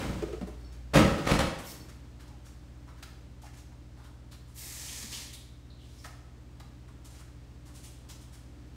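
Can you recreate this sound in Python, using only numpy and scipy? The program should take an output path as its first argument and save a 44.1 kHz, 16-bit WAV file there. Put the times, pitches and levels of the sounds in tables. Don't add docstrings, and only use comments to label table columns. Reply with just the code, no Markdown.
import sys
import numpy as np
from scipy import signal
from scipy.fft import rfft, irfft
from scipy.io import wavfile
from scipy.ndimage import uniform_filter1d

SR = 44100
rng = np.random.default_rng(int(sys.argv[2]) if len(sys.argv) > 2 else 0)


def waveform_to_disk(signal):
    frames = np.transpose(np.atleast_2d(signal))
    scaled = np.clip(frames, -1, 1) * 32767
    samples = np.round(scaled).astype(np.int16)
    wavfile.write(sys.argv[1], SR, samples)


N = 386310

# start_s, push_db (relative), crack_re_push_db, rattle_s
DOOR_BLOWS = [(.002, -34.5, -6.5, 0.024), (0.037, -40, -6, 0.02), (0.091, -30.5, -14, 0.0062),
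              (.126, -42, -17, 0.011), (.157, -42, -20, 0.0074), (.934, -26, 0.5, .026),
              (.952, -12.5, -10.5, 0.023), (.965, -15.5, -10.5, 0.014), (.986, -16.5, -11.5, 0.013),
              (.999, -22.5, -10, 0.0088), (1.033, -30.5, -18, 0.009), (1.049, -24.5, -16, 0.0082),
              (1.075, -27, -14, 0.011), (1.115, -33, -19, 0.011), (1.177, -39.5, 0, .016),
              (1.249, -35, -3.5, 0.018), (1.266, -25.5, -3.1, 0.016), (1.284, -29, 0.1, 0.028),
              (1.314, -21, -2, 0.0071), (1.335, -25, -2, .0059), (1.349, -33, 1, 0.0084),
              (1.389, -24.5, 0.8, 0.0068), (1.402, -26, -1.5, 0.011), (1.45, -42, -12, 0.011)]
# mode_hz, width_hz, level_db (relative)
PANEL_MODES = [(58, 52, 0), (89.5, 43, -2.5), (121.5, 28, 0), (198, 29, 0.5), (258, 53, -3),
               (325.6, 27.6, -1), (455, 50, -2.5), (509, 53, -0.5), (561, 26, 1.5), (799, 40, -5.5),
               (1294, 66, 0)]
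# freq_hz, density_db_per_hz
CRACK_SPECTRUM = [(150, -9), (400, -3), (800, -4.5), (1300, -7.5), (2200, -8.5), (3500, -14), (7000, -22),
                  (9500, -25), (12000, -32.5), (15600, -36)]
# start_s, strength_db, pitch_factor
BOX_KNOCKS = [(.222, -16.5, 1.03), (.284, -28.5, 1.24), (.327, -22.5, 1.07), (.412, -20, 0.577),
              (.41, -33.5, 1.78), (.47, -29, 1.01), (.475, -40.5, 1.84), (5.028, -34, 0.66)]
# mode_hz (before pitch_factor), level_db (relative), t60_s
BOX_MODES = [(328.7, 2, 0.098), (409.5, 7, 0.056), (589, -7, 0.071), (710, -13, 0.051), (1190, -21, 0.097)]
# start_s, strength_db, slap_hz, hiss_re_slap_db, hiss_hz, length_s
SLIPPER_STEPS = [(0.182, -68, 1500, -1.5, 11000, .01), (0.465, -52, 690, -9, 12000, 0.016),
                 (.593, -78, 900, 4.5, 14000, .015), (0.716, -64, 1600, 2, 5600, 0.019),
                 (1.58, -54, 900, 3, 8900, 0.017), (1.88, -58.5, 1330, 0.5, 6600, .016),
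                 (2.192, -60, 1180, 0.5, 4540, 0.019), (2.272, -64, 845, 1, 5000, 0.012),
                 (2.444, -64, 1240, 4.5, 6750, 0.026), (2.866, -58.5, 1010, -8, 5130, 0.024),
                 (2.967, -65, 1170, -2, 4000, 0.021), (3.024, -48.5, 1400, 2, 3970, 0.007),
                 (3.414, -63, 1020, 2.5, 7900, 0.012), (3.433, -57, 800, -2.5, 5930, .013),
                 (3.453, -58.5, 1500, -3, 6200, 0.014), (3.529, -63.5, 2220, 1, 6840, .021),
                 (3.564, -65, 997, 7, 6000, 0.021), (3.717, -61, 750, -12, 4180, 0.01),
                 (3.958, -62, 820, -6.5, 3780, .036), (4.033, -61.5, 900, 0.5, 3560, .018),
                 (4.308, -58.5, 1320, 3, 3760, 0.019), (4.467, -71.5, 896, 5, 9000, 0.034),
                 (5.327, -59.5, 2500, 13, 9800, 0.013), (6.04, -49.5, 1400, -1, 4610, 0.0074),
                 (6.052, -50.5, 890, -2, 7340, 0.01), (6.597, -52, 990, -2.5, 4160, 0.007),
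                 (6.876, -63, 988, -4.5, 8160, 0.012), (7.043, -62.5, 900, 9.5, 7340, 0.014),
                 (7.085, -67.5, 743, 5, 7300, 0.041), (7.136, -64, 1700, 2.5, 5660, 0.029),
                 (7.187, -60.5, 1200, 0.5, 7530, 0.015), (7.647, -60.5, 900, -1, 6960, 0.029),
                 (7.734, -71, 934, 15.5, 8000, 0.033), (7.827, -68, 1730, 16, 8080, .025),
                 (7.886, -81, 937, 15, 6970, 0.041), (8.085, -57.5, 980, 9, 6150, 0.018),
                 (8.202, -75.5, 864, 15, 7540, 0.023), (8.319, -64.5, 1320, 6.5, 8000, 0.025)]
# freq_hz, density_db_per_hz
SOLE_SPECTRUM = [(500, -5), (1500, -14.5), (3000, -2.5), (6800, -4.5), (9000, -4.5), (11000, -8.5),
                 (15600, -12.5)]
# start_s, rise_s, hold_s, fall_s, level_db, swell_over_hold_db,
#          rub_from_hz, rub_to_hz, fizz_re_rub_from_db, fizz_re_rub_to_db
STROKES = [(1.62, 0.05, 0.048, .08, -51.5, 3, 6800, 5300, 5.5, -13),
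           (4.53, 0.053, 0.45, 0.16, -47.5, 3.5, 8000, 5530, -2.5, -25),
           (5.071, 0.055, 0.096, 0.15, -41.5, -5.5, 5300, 4800, -22, -24),
           (5.756, 0.064, 0.23, 0.011, -69.5, 8, 3380, 5360, -22, -20)]
# freq_hz, density_db_per_hz
RUB_SPECTRUM = [(300, -6), (600, -14.5), (900, -9.5), (1550, -14), (1750, -6), (2050, -7), (2300, -7),
                (3000, -9.5), (4500, -5.5), (6800, -5.5), (9000, -6.5), (11000, -11), (15600, -17)]
# start_s, level_db, length_s
SCRAPES = [(1.631, -56, 0.018), (4.872, -48.5, 0.032), (5.116, -45, 0.034), (5.268, -61, .04),
           (5.77, -65.5, .07)]
# start_s, strength_db, upper_re_lower_db
METAL_CHINKS = [(.6, -68, -12), (.64, -59, -4), (1.67, -64, 9), (1.712, -53, -7), (1.8, -60, -2)]
# mode_hz, width_hz, t60_s (of the envelope)
METAL_MODES = [(4430, 49, 0.18), (5380, 110, 0.23)]
# start_s, strength_db, pitch_hz, t60_s (of the envelope)
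SHORT_PIPS = [(2.305, -54, 795, 0.1), (3.432, -50.5, 800, 0.12), (3.476, -60, 1750, .11),
              (5.335, -52.5, 3700, 0.42), (5.7, -60, 4000, 0.3), (5.984, -60, 5370, .3),
              (6.044, -46, 1790, 0.094), (6.046, -50, 1300, .09), (6.05, -43.5, 704, 0.066),
              (6.886, -58, 1110, 0.092)]
# line_hz, amplitude_db (first line also follows LEVEL_CURVES)
MOTOR_LINES = [(59, -50), (36.5, -67), (73.6, -53.5), (120.3, -52), (157.7, -64), (179, -75.5),
               (237.6, -66.5), (294, -63), (581, -73)]
# time_s, first_line_gain_db, air_gain_db
LEVEL_CURVES = [(0, 10.5, 22), (.5, 8.5, 4), (.9, 8.5, 1.1), (1.101, -16, 19.5), (1.999, 2.5, 1.5),
                (4.5, 1, -1.04), (8.76, 2, 1.4)]
# freq_hz, density_db_per_hz
AIR_SPECTRUM = [(15, -39), (30, -23), (60, -7.5), (100, 2), (200, -3.5), (260, -2), (320, -4), (400, -10),
                (600, -14), (1000, -17.5), (2200, -23), (4000, -25.5), (8500, -31), (10000, -38.5),
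                (15600, -41)]
# freq_hz, t60_s
ROOM_DECAY = [(60, 0.59), (250, 0.58), (700, 0.74), (1800, 0.78), (4600, 0.68), (12000, 0.51)]

CONTACT_AREA_S2 = 5.5e-6
BANG_RISE_SHARE, STEP_RISE_SHARE, SCRAPE_RISE_SHARE = .17, 0.59, 0.34
PANEL_DB, TICK_DB, AIR_DB = 24, -25.5, -57
STROKE_END_DB = -22.5
EDGE_HZ = 15740


def doors():
    force, crack = np.zeros(N), np.zeros(N)
    for start_s, push_db, crack_db, rattle_s in DOOR_BLOWS:
        shape = burst(BANG_RISE_SHARE * rattle_s, rattle_s)
        contact_s = CONTACT_AREA_S2 / rattle_s
        push = 2.28 * burst(contact_s, contact_s)
        shake = shape * gritty(8192, 0.35)
        add(force, start_s, gain_of(push_db) * (push + shake))
        contact_noise = coloured(gritty(8192, 2.4), CRACK_SPECTRUM)
        add(crack, start_s, gain_of(push_db + crack_db) * shape * contact_noise)
    panel = np.zeros(N)
    for k, (mode_hz, width_hz, level_db) in enumerate(PANEL_MODES):
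        mode = resonate(force, mode_hz, width_hz) / np.sqrt(abs(width_hz))
        panel += (-1) ** k * gain_of(level_db) * mode
    highpass = signal.butter(2, 42, "high", fs=SR, output="sos")
    return signal.sosfilt(highpass, gain_of(PANEL_DB) * panel + crack)


def knocks():
    out, t = np.zeros(N), np.arange(8192) / SR
    onset = (1 - np.exp(-t / .011)) ** 2
    for start_s, strength_db, pitch in BOX_KNOCKS:
        ring = np.zeros(len(t))
        for mode_hz, level_db, t60_s in BOX_MODES:
            wave = np.sin(2 * np.pi * (mode_hz * pitch * t + rng.random()))
            ring += gain_of(level_db - 60 * t / t60_s) * wave
        noise = coloured(rng.standard_normal(len(t)), CRACK_SPECTRUM)
        tick = gain_of(TICK_DB) * burst(0.00034, 0.014) * noise
        add(out, start_s, gain_of(strength_db) * (ring * onset + tick))
    return out


def steps():
    out = np.zeros(N)
    for start_s, strength_db, slap_hz, hiss_db, hiss_hz, length_s in SLIPPER_STEPS:
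        slap = resonate_twice(gritty(8192, 4.9), slap_hz, 1.3 * slap_hz)
        hiss = coloured(gritty(8192, 2.1), SOLE_SPECTRUM)
        hiss = evened(hiss + 1.4 * resonate(hiss, hiss_hz, 0.58 * hiss_hz))
        shape = burst(STEP_RISE_SHARE * length_s, length_s)
        add(out, start_s, gain_of(strength_db) * shape * (slap + gain_of(hiss_db) * hiss))
    return signal.sosfilt(signal.butter(4, 520, "high", fs=SR, output="sos"), out)


def swishes():
    out = np.zeros(N)
    for (start_s, rise_s, hold_s, fall_s, level_db, swell_db,
         from_hz, to_hz, fizz_from_db, fizz_to_db) in STROKES:
        t = np.arange(0, rise_s + hold_s + fall_s, 1 / SR)
        way = t / t[-1]
        corners_s = np.cumsum([0, rise_s, hold_s, fall_s])
        stroke_db = np.interp(t, corners_s, [STROKE_END_DB, 0, swell_db, swell_db + STROKE_END_DB])
        rub = coloured(gritty(len(t), 1.0), RUB_SPECTRUM)
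        centre_hz = from_hz + (to_hz - from_hz) * way
        rub = evened(rub + 1.15 * resonate(rub, centre_hz, 3700))
        fizz = resonate_twice(gritty(len(t), 1.0), 13000, 5400)
        fizz_db = fizz_from_db + (fizz_to_db - fizz_from_db) * way
        stroke = gain_of(level_db + stroke_db) * (rub + gain_of(fizz_db) * fizz)
        add(out, start_s, stroke * signal.windows.tukey(len(t), .08))
    return out


def scrapes():
    out = np.zeros(N)
    for start_s, level_db, length_s in SCRAPES:
        scrape = resonate_twice(gritty(8192, 2.3), 3200, 1260)
        add(out, start_s, gain_of(level_db) * burst(SCRAPE_RISE_SHARE * length_s, length_s) * scrape)
    return out


def chinks():
    out = np.zeros(N)
    for start_s, strength_db, upper_db in METAL_CHINKS:
        lower, upper = flutter(*METAL_MODES[0]), flutter(*METAL_MODES[1])
        add(out, start_s, gain_of(strength_db) * (lower + gain_of(upper_db) * upper))
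    return out


def pips():
    out = np.zeros(N)
    for start_s, strength_db, pitch_hz, t60_s in SHORT_PIPS:
        add(out, start_s, gain_of(strength_db) * flutter(pitch_hz, 51 + .09 * pitch_hz, t60_s))
    return out


def fridge_hum():
    t = np.arange(N) / SR
    time_s, first_line_db, _ = np.transpose(LEVEL_CURVES)
    lines = []
    for line_hz, level_db in MOTOR_LINES:
        wave = np.sin(2 * np.pi * (line_hz * t + rng.random()))
        lines.append(gain_of(level_db + 0.69 * wander()) * wave)
    return lines[0] * gain_of(np.interp(t, time_s, first_line_db)) + sum(lines[1:])


def room_air():
    time_s, _, air_db = np.transpose(LEVEL_CURVES)
    level_db = AIR_DB + np.interp(np.arange(N) / SR, time_s, air_db)
    return coloured(rng.standard_normal(N), AIR_SPECTRUM) * gain_of(level_db)


def kitchen(x):
    out, at = np.zeros(N), np.arange(200, SR - 20, 20)
    for k in range(3):
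        taps = np.zeros(SR)
        taps[at + rng.integers(0, 20, len(at))] = rng.choice([-1., 1.], len(at))
        hz, t, bands = signal.stft(taps, SR, nperseg=256)
        decay = gain_of(-60 * t / read(ROOM_DECAY, hz)[:, None])
        tail = signal.istft(bands * decay, SR, nperseg=256)[1]
        turn = np.sqrt(2 / 3) * np.cos(2 * np.pi * (11 * np.arange(N) / SR + k / 3))
        out += signal.fftconvolve(x * turn, tail / np.linalg.norm(tail))[:N]
    return out


def flutter(hz, width_hz, t60_s):
    t = np.arange(SR // 2) / SR
    ring = resonate(rng.standard_normal(len(t)), hz, width_hz)
    ring = evened(resonate(ring, hz, 2 * width_hz))
    return gain_of(-60 * t / t60_s) * ring * (1 - np.exp(-t / 0.0013))


def burst(rise_s, length_s, size=8192):
    t = np.arange(size) / SR
    shape = (1 - np.exp(-t / rise_s)) ** 2 * np.exp(-t / length_s)
    return shape / shape.max()


def gritty(size, grit_db):
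    grains = evened(uniform_filter1d(rng.standard_normal(size), 40))
    return evened(rng.standard_normal(size) * gain_of(grit_db * grains))


def wander():
    t = np.arange(N // 64 + 1) * 64 / SR
    waves = [np.sin(2 * np.pi * (hz * t + rng.random())) / np.sqrt(hz)
             for hz in np.geomspace(.2 / 64, 5, 12)]
    return evened(sum(waves)).repeat(64)[:N]


def resonate(x, hz, width_hz):
    turn = np.exp(2j * np.pi * np.cumsum(hz * np.ones(len(x))) / SR)
    r = np.exp(-np.pi * abs(width_hz) / SR)
    return 2 * (turn * signal.lfilter([1 - r], [1, -r], x / turn)).real


def resonate_twice(x, hz, width_hz):
    return evened(resonate(resonate(x, hz, width_hz), hz, width_hz))


def coloured(x, spectrum):
    level_db = read(spectrum, np.fft.rfftfreq(len(x), 1 / SR))
    return evened(irfft(rfft(x) * gain_of(level_db), len(x)))


def read(points, hz):
    f, value = np.transpose(points)
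    return np.interp(np.log(hz + 1), np.log(f + 1), value)


def evened(x):
    return x / np.sqrt(np.mean(x ** 2) + 1e-20)


def gain_of(db):
    return 10 ** (np.asarray(db) / 20)


def add(mix, start_s, sound):
    part = mix[max(round(start_s * SR), 0):][:len(sound)]
    part += sound[:len(part)]


def scene():
    door, box, foot = doors(), knocks(), steps()
    small = swishes() + scrapes() + chinks() + pips()
    box = box + kitchen(gain_of(-8) * box)
    echo = kitchen(gain_of(-1) * door + gain_of(-2.0) * foot + gain_of(-3) * small)
    return (door + box + foot + small + echo + fridge_hum() + room_air())[None]


def record(dry):
    lowpass = signal.firwin(2047, EDGE_HZ, window=("kaiser", 9), fs=SR)
    return signal.oaconvolve(dry, lowpass[None], "same")


dry = scene()
out = record(dry)
waveform_to_disk(out)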